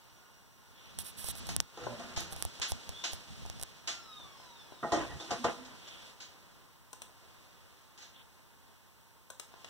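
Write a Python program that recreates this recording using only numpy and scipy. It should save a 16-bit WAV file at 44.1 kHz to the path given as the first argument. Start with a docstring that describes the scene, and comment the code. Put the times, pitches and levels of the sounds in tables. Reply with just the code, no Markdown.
"""In a small furnished room keys are tapped and a desk is knocked; a little motor whines, then runs down.
Struck bodies are excited modes with echoes, the motor a harmonic series shaped by its housing; cloth,
stirred air, fan, case rumble and a steady background are filtered noise, furniture squeaks gliding sines.
A hand-held phone listens with two microphones; fingers rub and creak on its case near the second.
It makes stereo by taking a delayed copy of each microphone away from the other."""
import sys
import numpy as np
from scipy import signal
from scipy.fft import rfft, irfft
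from scipy.io import wavfile

SR = 44100
rng = np.random.default_rng(int(sys.argv[2]) if len(sys.argv) > 2 else 0)


def store_pcm(level_fs):
    """Save levels as 16-bit WAV."""
    pcm = np.round(np.clip(level_fs, -1, 1) * 32767).astype(np.int16)
    wavfile.write(sys.argv[1], SR, np.atleast_2d(pcm).T)


def voltage_ratio(level):
    """Linear amplitude factor for a level in decibels (scalar or array-like)."""
    return 10 ** (np.asarray(level, float) / 20)


N = 427329
TIME = np.arange(N) / SR
HZ = np.maximum(np.fft.rfftfreq(N, 1 / SR), 1)

# In spectra of noise, level/dB is a relative density; the noise is then scaled to rms 1.
# reverberation of the room: [f/Hz, decay time t60/s]
ROOM_DECAY = [(200, 0.47), (1000, 0.32), (4000, 0.35), (10000, 0.28)]
# steady background, low rumble and microphone hiss: [f/Hz, level/dB]
BACKGROUND_SPECTRUM = [(30, -18), (60, 20), (120, 15.5), (300, -2), (1000, -1), (6000, -2.5), (9000, -6),
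                       (16000, 0)]
# amplitude response of the first microphone: [f/Hz, level/dB]
FIRST_MIC_RESPONSE = [(100, -3), (7200, -1.64), (7900, 4), (16000, -8)]
# amplitude response of the delayed copy that is subtracted: [f/Hz, level/dB]
COPY_RESPONSE = [(40, 0.5), (300, -2.85), (2000, -3.5), (4700, -4), (7000, -6.5), (9000, -8),
                 (16000, -13.5)]

# cloth rustle, a gauge of how much the person moves: [t/s, level/dB]
RUSTLE = [(0, -66.5), (.55, -71.5), (.85, -63.5), (1.43, -51.5), (1.54, -55), (1.59, -66), (1.74, -62),
          (1.83, -54.5), (2.43, -54), (3.07, -55), (3.56, -56.5), (3.94, -63), (4.2, -60), (4.78, -62.5),
          (4.99, -51), (5.12, -55), (5.5, -50), (5.62, -59), (6.11, -57), (6.15, -64), (6.4, -64.5),
          (6.85, -72.5), (7.3, -64.5), (8.04, -69.5), (8.75, -71.5), (9.3, -76.5), (9.69, -60)]
# noise of rustling cloth: [f/Hz, level/dB]
CLOTH_SPECTRUM = [(1500, -11), (2300, 4.5), (3500, 7), (5500, 3.5), (7300, -0.5), (7800, -5), (11000, -9.5),
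                  (16000, -25)]
# noise of the stirred air: [f/Hz, level/dB]
STIR_SPECTRUM = [(150, 4), (300, -0.5), (700, -3.5), (950, -3.5), (1500, -4), (2200, -8.5), (3000, -11),
                 (8000, -68)]
# weight landing on floor or furniture: [start t/s, loudest t/s, end t/s, boom level/dB, stir level/dB]
SHOVES = [(1.774, 1.834, 1.94, -49, -48.5), (1.89, 1.947, 2.6, -46, -50.5), (2.163, 2.164, 2.3, -57, -51.5),
          (4.89, 5.02, 5.08, -42.5, -39), (4.95, 5.11, 5.25, -38, -54.5), (5.277, 5.327, 5.42, -71, -43),
          (5.433, 5.47, 5.54, -60, -37.5), (5.543, 5.616, 5.86, -63, -55.5)]
# boom of the floor: [f/Hz, level/dB]
BOOM_SPECTRUM = [(25, -28), (55, 18.5), (125, 7), (240, -5.5), (500, -26), (3000, -70)]
# a sleeve brushing past; silent if it ends before its start: [start t/s, loudest t/s, end t/s, level/dB]
BRUSHES = [(.72, .88, 0.94, -58.5), (5.76, 5.92, 6.14, -55.5), (6.184, 6.216, 6, -61),
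           (7.955, 8.03, 7.95, -56), (8.123, 8.197, 8.24, -59), (8.386, 8.436, 8.4, -69)]
# noise of the brushed fabric: [f/Hz, level/dB]
SLEEVE_SPECTRUM = [(1500, -7), (2600, -1), (3400, 5.5), (4200, -9), (6000, -34), (9000, -25)]
# the hand shifting its hold: [t/s, level/dB]
JOLTS = [(.9, -55), (1.0, -49.5), (1.1, -66), (1.2, -53), (1.32, -49), (1.42, -46.5), (1.52, -45),
         (1.58, -46), (2.1, -64), (2.19, -44.5), (2.45, -51.5), (2.74, -47.5), (2.9, -53), (3.15, -49),
         (3.3, -50), (3.41, -54), (3.5, -52), (3.56, -50), (3.89, -58), (4.27, -56), (4.8, -61)]
# rumble through the case: [f/Hz, level/dB]
RUMBLE_SPECTRUM = [(25, -22), (55, 5), (120, -2.5), (220, -4), (500, -38), (3000, -80)]

# faint steady whistles of the fan: [f/Hz, width of each of two resonators/Hz, rms level/dB]
FAN_WHISTLES = [(914, 83, -74.5), (1063, 39, -76.5), (3570, 20, -90)]
# furniture squeaks and groans: [start t/s, end t/s, first f/Hz, last f/Hz, level/dB]
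SQUEAKS = [(1.765, 1.87, 499, 478, -48.5), (1.807, 1.97, 121, 121, -39), (1.864, 1.957, 620, 579, -49),
           (1.88, 1.96, 238, 235, -45.5), (1.978, 2.025, 232, 232, -44.5), (2.914, 3.057, 3325, 3590, -51),
           (5.08, 5.14, 1960, 1794, -50), (5.193, 5.224, 3500, 3680, -48), (5.377, 5.44, 245.5, 240, -42),
           (5.56, 5.627, 260, 260, -47), (5.626, 5.696, 261, 254, -58)]
# resonances of the motor housing: [f/Hz, width of each of two resonators/Hz, level/dB]
HOUSING_MODES = [(3600, 500, 1), (5300, 450, -3), (1150, 600, -4), (2200, 600, -8), (5760, 200, -4)]

# a finger sliding on the case, before its reach to each microphone:
# [start t/s, loudest t/s, end t/s, level/dB]
SLIDES = [(.986, .99, 1.035, -42), (1.035, 1.07, 1.12, -47), (1.165, 1.2, 1.27, -46),
          (1.23, 1.305, 1.321, -40), (1.35, 1.38, 1.405, -49), (1.45, 1.495, 1.56, -55),
          (2.16, 2.2, 2.27, -57), (2.305, 2.328, 2.35, -51), (2.355, 2.42, 2.47, -57),
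          (2.675, 2.71, 2.728, -46), (3.11, 3.135, 3.16, -52), (3.58, 3.62, 3.64, -62)]
# noise of skin on the case: [f/Hz, level/dB]
SKIN_SPECTRUM = [(1200, 1.5), (3500, 9.5), (6000, 7), (7300, 2), (8300, 13), (11000, 14.5), (15500, 2.5)]
# creaks of the case in the grip, before the offset of each mode:
# [t/s, snap level/dB, treble relative to snap/dB, thump level/dB]
CREAKS = [(0.9883, -35.5, 4.5, -66), (1.244, -44, 6.5, -60.5), (1.287, -32, -4, -58),
          (1.3538, -34, -13, -71), (1.4698, -30, -13.5, -65), (1.4906, -26, -16, -55.5),
          (1.5647, -30, -15, -66), (1.5645, -20, -3, -64), (1.6028, -3, -87, -68), (1.609, -39, -7, -69),
          (2.175, -38, -10, -52), (2.2065, -26, -15, -65), (2.325, -27, -17, -61), (2.3314, -39, -6, -61),
          (2.3638, -29, -17, -62), (2.4248, -17, -11, -68), (2.4516, -32, -2.5, -53),
          (2.599, -30.5, -18, -62), (2.72, -16, -23, -49.5), (2.8922, -22, -23, -58.5),
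          (3.1336, -22, -20.5, -58.5), (3.4522, -42, -30, -61.5), (3.4622, -29, -33, -62),
          (3.4997, -22, -35, -60.5), (3.598, -30, -21, -66), (3.614, -28.5, -15, -67),
          (3.6272, -29, -5.5, -63), (3.6342, -29.5, -4.5, -62.5)]

# key clicks, and one dull knock at 1.87 s:
# [t/s, cap peak level/dB, base thud level/dB before an offset, contact hardness as corner f/Hz]
CLICKS_AND_KNOCK = [(1.8674, -36, -37.5, 615), (4.1985, -61, -53.5, 700), (4.398, -50, -59, 700),
                    (4.7219, -39, -53.5, 700), (6.93, -30.5, -52.5, 15000), (7.0189, -27, -59, 14760),
                    (9.302, -30, -50, 15000), (9.397, -26.5, -61, 15000), (9.5388, -43, -51, 2980),
                    (9.645, -31.5, -75, 4400)]
# modes of the keycap: [f/Hz, level/dB, t60/s]
KEYCAP_MODES = [(2800, -11, .003), (3500, -5, .003), (4200, -6, .003), (5400, -2, .002), (6400, 1, .002),
                (7300, 3, .002), (8800, 1, .002), (11500, -2, .0015), (14000, -2, .0015)]
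# modes of the base under the keys: [f/Hz, level/dB, t60/s]
KEY_BASE_MODES = [(450, -3, 0.0029), (700, 0, 0.0066), (1043, 3.5, 0.027), (1530, 8.5, 0.0078)]
# knocks and scuffs on the desk, before fixed offsets:
# [t/s, level/dB, scuff relative to knock/dB, rattle t60/s, level sent to the room/dB]
DESK_TAPS = [(1.488, -39.5, -8.5, 0.17, -5), (1.773, -37, -14.5, 0.029, 1), (1.835, -38.5, -15, 0.053, 1),
             (1.993, -37, -20.5, 0.082, 0), (2.161, -41.5, -3.5, 0.12, 3.5), (2.615, -40, 0, 0.28, -11),
             (3.037, -40.5, 0.5, 0.14, -1.5), (3.873, -41.5, 0, 0.24, -6), (4.828, -21, -44, 0.16, -7),
             (4.919, -18.5, -22, 0.058, 3), (5.099, -41, -29, 0.14, -1), (5.199, -34.5, -19.5, 0.12, -0.5),
             (5.306, -19.5, -25, 0.2, -16), (5.441, -18, -25, 0.11, -8), (5.648, -51.5, -7.5, 0.15, -22),
             (5.874, -54, -3, 0.14, -14), (6.202, -53.5, 0, 0.1, 2), (7.975, -53.5, -5, 0.088, 1),
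             (8.003, -68, 0.5, 0.18, 10)]
# modes of the desk: [f/Hz, level/dB, t60/s]
DESK_MODES = [(255, -83, 0.006), (357, 3, 0.082), (415, -18, 0.016), (494, 2, 0.038), (550, -4.5, 0.037),
              (703, 10.5, 0.035), (829, 5.5, 0.05), (1050, 7, 0.015), (1236, 15.5, 0.0078),
              (1414, 8, 0.011), (1850, 7, 0.052)]
# noise of the scuffed desk top: [f/Hz, level/dB]
SCUFF_SPECTRUM = [(600, -16), (1500, -3), (3500, 0), (7300, -2), (7700, -15), (11000, -24), (16000, -33)]

BACKGROUND_DB = -63
COPY_LAG_S = 18.85 / SR
TOP_LIMIT_HZ = 15780
RUSTLE_REF_DB = -60.5   # the stir and grip levels below hold at this rustle level
STIR_DB, STIR_FOLLOWS = -58.5, 0.53   # FOLLOWS: share of the rustle's swing, in dB per dB
GRIP_DB, GRIP_FOLLOWS = -69, 0.47
JOLT_BEFORE_S, JOLT_AFTER_S = 0.054, 0.086   # the rumble of a jolt swells and dies
SQUEAK_RISE_SHARE, SQUEAK_ROOM_DB = 0.51, -3
WHINE_HZ, SWITCH_OFF_S, SAG_HZ_PER_S, SLOWEST_HZ = 1438, 3.9, 790, 200
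RUN_DB, COAST_DB, COAST_FADE_DB_PER_S = -65.5, -51.5, 7   # before the gains of the housing
OVERTONE_LOSS_DB = 0.7   # per harmonic number


def rms_one(x):
    """Normalisation: scale to rms 1."""
    return x / np.sqrt(np.mean(x ** 2) + 1e-20)


def in_time(rows):
    """Linear interpolation: the columns of a curve, sample by sample."""
    t, *columns = np.transpose(rows)
    return [np.interp(TIME, t, column) for column in columns]


def at_hz(points, hz):
    """Interpolation of a spectrum on a logarithmic frequency axis."""
    f, value = np.array(points)[:, 0], np.array(points)[:, 1]
    return np.interp(np.log(hz), np.log(f), value)


def drift(rate):
    """Slow random fluctuation: normal values of spread 1, 2 * rate per second, joined by straight lines."""
    knots = rng.standard_normal(N // 64)
    return np.interp(TIME * rate * 2, np.arange(len(knots)), knots)


def pair(size, alike_hz):
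    """Spatial coherence: spectra of white noise whose long waves reach both microphones alike."""
    shared, *own = rfft(rng.standard_normal((3, size)))
    alike = 1 / (1 + (np.fft.rfftfreq(size, 1 / SR) / alike_hz) ** 2)
    return np.sqrt(alike) * shared + np.sqrt(1 - alike) * np.array(own)


def noise(spectrum, flicker_db, rate, alike_hz=20):
    """Filtered noise: coloured at both microphones, its level flickering in both together."""
    coloured = irfft(pair(N, alike_hz) * voltage_ratio(at_hz(spectrum, HZ)), N)
    return rms_one(coloured) * voltage_ratio(flicker_db * drift(rate))


def swells(start_s, loudest_s, end_s, db):
    """Addition of powers: overlapping swells, each a quarter sine up and a quarter sine down."""
    power = np.zeros(N)
    for start, top, end, peak_db in zip(start_s, loudest_s, end_s, db):
        span = slice(round(start * SR), round(end * SR))
        corners = [start, np.clip(top, start, end), end]
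        angle = np.interp(TIME[span], corners, [0, np.pi / 2, np.pi])
        power[span] += (voltage_ratio(peak_db) * np.sin(angle)) ** 2
    return np.sqrt(power)


def ring(x, hz, t60):
    """Damped oscillator: a unit click sets a sine of initial height 1 ringing."""
    r, w = voltage_ratio(-60 / (t60 * SR)), 2 * np.pi * hz / SR
    return signal.lfilter([0, np.sin(w)], [1, -2 * r * np.cos(w), r * r], x + 1e-18)


def strike(contacts, modes, spread_db):
    """Modal excitation: each blow favours other modes, as the spot struck does; peak 1."""
    sound = 0
    for hz, db, t60 in modes:
        sound = sound + voltage_ratio(db + rng.normal(0, spread_db)) * ring(contacts, hz, t60)
    return sound / np.max(abs(sound))


def peak(x, hz, width_hz):
    """Resonance: a two-pole band-pass with a gain of about 1 at its centre."""
    r = np.exp(-np.pi * width_hz / SR)
    poles = [1, -2 * r * np.cos(2 * np.pi * hz / SR), r * r]
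    return signal.lfilter([(1 - r * r) / 2, 0, (r * r - 1) / 2], poles, x)


def room(x, first_echo_s):
    """Reverberation: noise dying band by band, drawn for each microphone; mean energy 1."""
    t = np.arange(SR // 2) / SR
    edges = 150 * 2.0 ** np.arange(8)   # octave bands
    tail = 0
    for low, high in zip(edges, edges[1:]):
        octave = signal.butter(2, [low, high], "band", fs=SR, output="sos")
        band = signal.sosfilt(octave, irfft(pair(len(t), alike_hz=800), len(t)))
        tail = tail + band * voltage_ratio(-60 * t / at_hz(ROOM_DECAY, np.sqrt(low * high)))
    tail = tail * (t > first_echo_s)
    tail = tail / np.sqrt(np.sum(tail ** 2) / 2)
    return signal.fftconvolve(x[None], tail, axes=1)[:, :N]


def background():
    """Stationary noise: a steady background of low rumble and microphone hiss."""
    return voltage_ratio(BACKGROUND_DB) * noise(BACKGROUND_SPECTRUM, 0.077, 5.9)


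def fan():
    """Narrow-band resonance: air through a fan sings as noise passed twice through sharp peaks."""
    sound = 0
    for hz, width_hz, db in FAN_WHISTLES:
        air = rng.standard_normal((2, N))
        sound = sound + voltage_ratio(db) * rms_one(peak(peak(air, hz, width_hz), hz, width_hz))
    return sound


def moving():
    """Friction and impact: cloth rustles, air stirs as the person moves; shoves boom and add stir."""
    cloth_db, = in_time(RUSTLE)
    start, top, end, boom_db, stir_db = np.transpose(SHOVES)
    follow = voltage_ratio(STIR_DB + STIR_FOLLOWS * (cloth_db - RUSTLE_REF_DB))
    stir_gain = np.hypot(follow, swells(start, top, end, stir_db))
    stir = stir_gain * noise(STIR_SPECTRUM, 1.0, 12, alike_hz=400)
    rustle = voltage_ratio(cloth_db) * noise(CLOTH_SPECTRUM, 1.0, 50)
    boom = swells(start, top, end, boom_db) * noise(BOOM_SPECTRUM, 5.2, 9.2, alike_hz=900)
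    return stir + rustle + boom


def sleeve():
    """Friction: fabric hisses in a narrow band while it brushes."""
    return swells(*np.transpose(BRUSHES)) * noise(SLEEVE_SPECTRUM, 1.3, 67)


def grip():
    """Structure-borne sound: case rumble follows the movement and swells at each shift of the hand."""
    s, db = np.transpose(JOLTS)
    held = voltage_ratio(GRIP_DB + GRIP_FOLLOWS * (in_time(RUSTLE)[0] - RUSTLE_REF_DB))
    jolts = swells(s - JOLT_BEFORE_S, s, s + JOLT_AFTER_S, db)
    return np.hypot(held, jolts) * noise(RUMBLE_SPECTRUM, 3.8, 10, alike_hz=60.4)


def squeaks():
    """Frequency glide: furniture squeaks as wobbling, throbbing sines; the room answers."""
    wobble, throb = 1 + 0.036 * drift(200), voltage_ratio(1.7 * drift(100))
    tones = 0
    for start, end, first_hz, last_hz, db in SQUEAKS:
        hz = np.interp(TIME, [start, end], [first_hz, last_hz]) * wobble
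        tone = np.sin(2 * np.pi * np.cumsum(hz) / SR)
        loudest = start + SQUEAK_RISE_SHARE * (end - start)
        tones = tones + tone * swells([start], [loudest], [end], [db])
    tones = tones * throb
    return tones + voltage_ratio(SQUEAK_ROOM_DB) * room(tones, 0.0098)


def motor():
    """Source and filter: a pulse per slot passing; the housing lifts overtones that cross its resonances."""
    coasting_s = np.maximum(TIME - SWITCH_OFF_S, 0)
    hz = np.maximum(WHINE_HZ - SAG_HZ_PER_S * coasting_s, SLOWEST_HZ)
    phase = 2 * np.pi * np.cumsum(hz * (1 + 0.00352 * drift(40))) / SR
    lines = sum(np.sin(k * phase) * voltage_ratio(3 * drift(15) - OVERTONE_LOSS_DB * k) for k in range(1, 8))
    housed = sum(voltage_ratio(db) * peak(peak(lines, f, width), f, width) for f, width, db in HOUSING_MODES)
    # quiet while driven, it sings out once it coasts
    level_db = np.where(coasting_s > 0, COAST_DB - COAST_FADE_DB_PER_S * coasting_s, RUN_DB)
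    whine = voltage_ratio(level_db) * housed
    return whine * [[1], [0.3]] + voltage_ratio(-3.5) * room(whine, 0.0029)


def rub():
    """Stick-slip friction: skin on the case gives bright grainy noise while the finger slides."""
    finger = swells(*np.transpose(SLIDES)) * noise(SKIN_SPECTRUM, 0.72, 160)[0]
    return finger * voltage_ratio([[-20], [4]])   # close to the second microphone


def creaks():
    """Impulse response: the shell snaps near the second microphone; a thump shakes the two oppositely."""
    s, db, treble_db, thump_db = np.transpose(CREAKS)
    at = np.round(s * SR).astype(int)
    # level/dB, f/Hz, t60/s, gain at each microphone
    modes = [(db - 0.5, 5900, 0.0013, [0.1, 1]),
             (db - 13.5, 3300, 0.0015, [0.1, 1]),
             (db + treble_db + 19.0, 9300, 0.0011, [0.1, 1]),
             (thump_db + 25.5, 800, 0.007, [0.3, 1]),
             (thump_db + 23, 80, 0.08, [-0.7, 1])]
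    out = 0
    for level_db, hz, t60, reach in modes:
        clicks = np.zeros(N)
        clicks[at] = -voltage_ratio(level_db)
        out = out + ring(clicks, hz, t60) * np.array(reach)[:, None]
    return out


def clicks_and_knock():
    """Modal excitation: brief contacts ring cap and base in key clicks and one dull knock; walls answer."""
    t, out = np.arange(SR // 10) / SR, np.zeros(N)
    for s, db, thud_db, hardness_hz in CLICKS_AND_KNOCK:
        padded = signal.butter(2, hardness_hz, fs=SR, output="sos")
        contacts = signal.sosfilt(padded, rng.standard_normal(len(t)) * voltage_ratio(-60 * t / 0.034))
        cap = voltage_ratio(db) * strike(contacts, KEYCAP_MODES, 0.99)
        base = voltage_ratio(thud_db + 13.5) * strike(contacts, KEY_BASE_MODES, 0.97)
        at = round(s * SR)
        out[at:at + len(t)] += (cap + base)[:N - at]
    later = np.roll(out, 9)   # samples: the keys are nearer the first microphone
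    return [out, 0.24 * later] + voltage_ratio(-11.5) * room(out, 0.011)


def taps():
    """Modal excitation: a dying rattle of tiny contacts rings the desk and scuffs its top; the room answers."""
    t, near, far = np.arange(SR // 2) / SR, np.zeros((2, N)), np.zeros(N)
    bins_hz = np.arange(len(t) // 2 + 1) * 2 + 1
    colour = voltage_ratio(at_hz(SCUFF_SPECTRUM, bins_hz))
    soft = signal.butter(2, 1000, fs=SR, output="sos")   # a padded blow
    for s, db, bright_db, t60, room_db in DESK_TAPS:
        dying = voltage_ratio(-60 * t / t60) * (1 - np.exp(-t / 0.0027))
        contacts = rng.standard_normal(len(t)) * voltage_ratio(0.51 * rng.standard_normal(len(t)))
        blow = signal.sosfilt(soft, contacts * dying)
        scuff = rms_one(irfft(pair(len(t), alike_hz=900) * colour, len(t))) * dying
        knock = strike(blow, DESK_MODES, 0.3)
        sound = voltage_ratio(db - 2.5) * (knock + voltage_ratio(bright_db + 12.5) * scuff)
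        at = round(s * SR)
        near[:, at:at + len(t)] += sound[:, :N - at]
        far[at:at + len(t)] += voltage_ratio(room_db) * sound[0, :N - at]
    near[1] = np.roll(near[1], 5)   # samples: the desk is nearer the first microphone
    return near + room(far, 0.0051)


def scene():
    """Superposition: the sum of fan, person, furniture, motor, fingers, keys and desk at two microphones."""
    soft_sounds = fan() + moving() + sleeve() + grip()
    return soft_sounds + squeaks() + motor() + rub() + creaks() + clicks_and_knock() + taps()


def band_limit(x):
    """A steep low-pass at the top of the band."""
    return signal.sosfilt(signal.butter(12, 17040, fs=SR, output="sos"), x)


def record(dry):
    """Pressure difference: after background and colour, each side loses a late copy of the other."""
    first, second = rfft(dry + background())
    first = first * voltage_ratio(at_hz(FIRST_MIC_RESPONSE, HZ))
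    copy = voltage_ratio(at_hz(COPY_RESPONSE, HZ)) * np.exp(-2j * np.pi * HZ * COPY_LAG_S)
    top_cut = 1 / np.sqrt(1 + (HZ / TOP_LIMIT_HZ) ** 200)   # a very steep low-pass
    mix = irfft(top_cut * [first - copy * second, second - copy * first], N)
    return band_limit(mix)


dry = scene()
out = record(dry)
store_pcm(out)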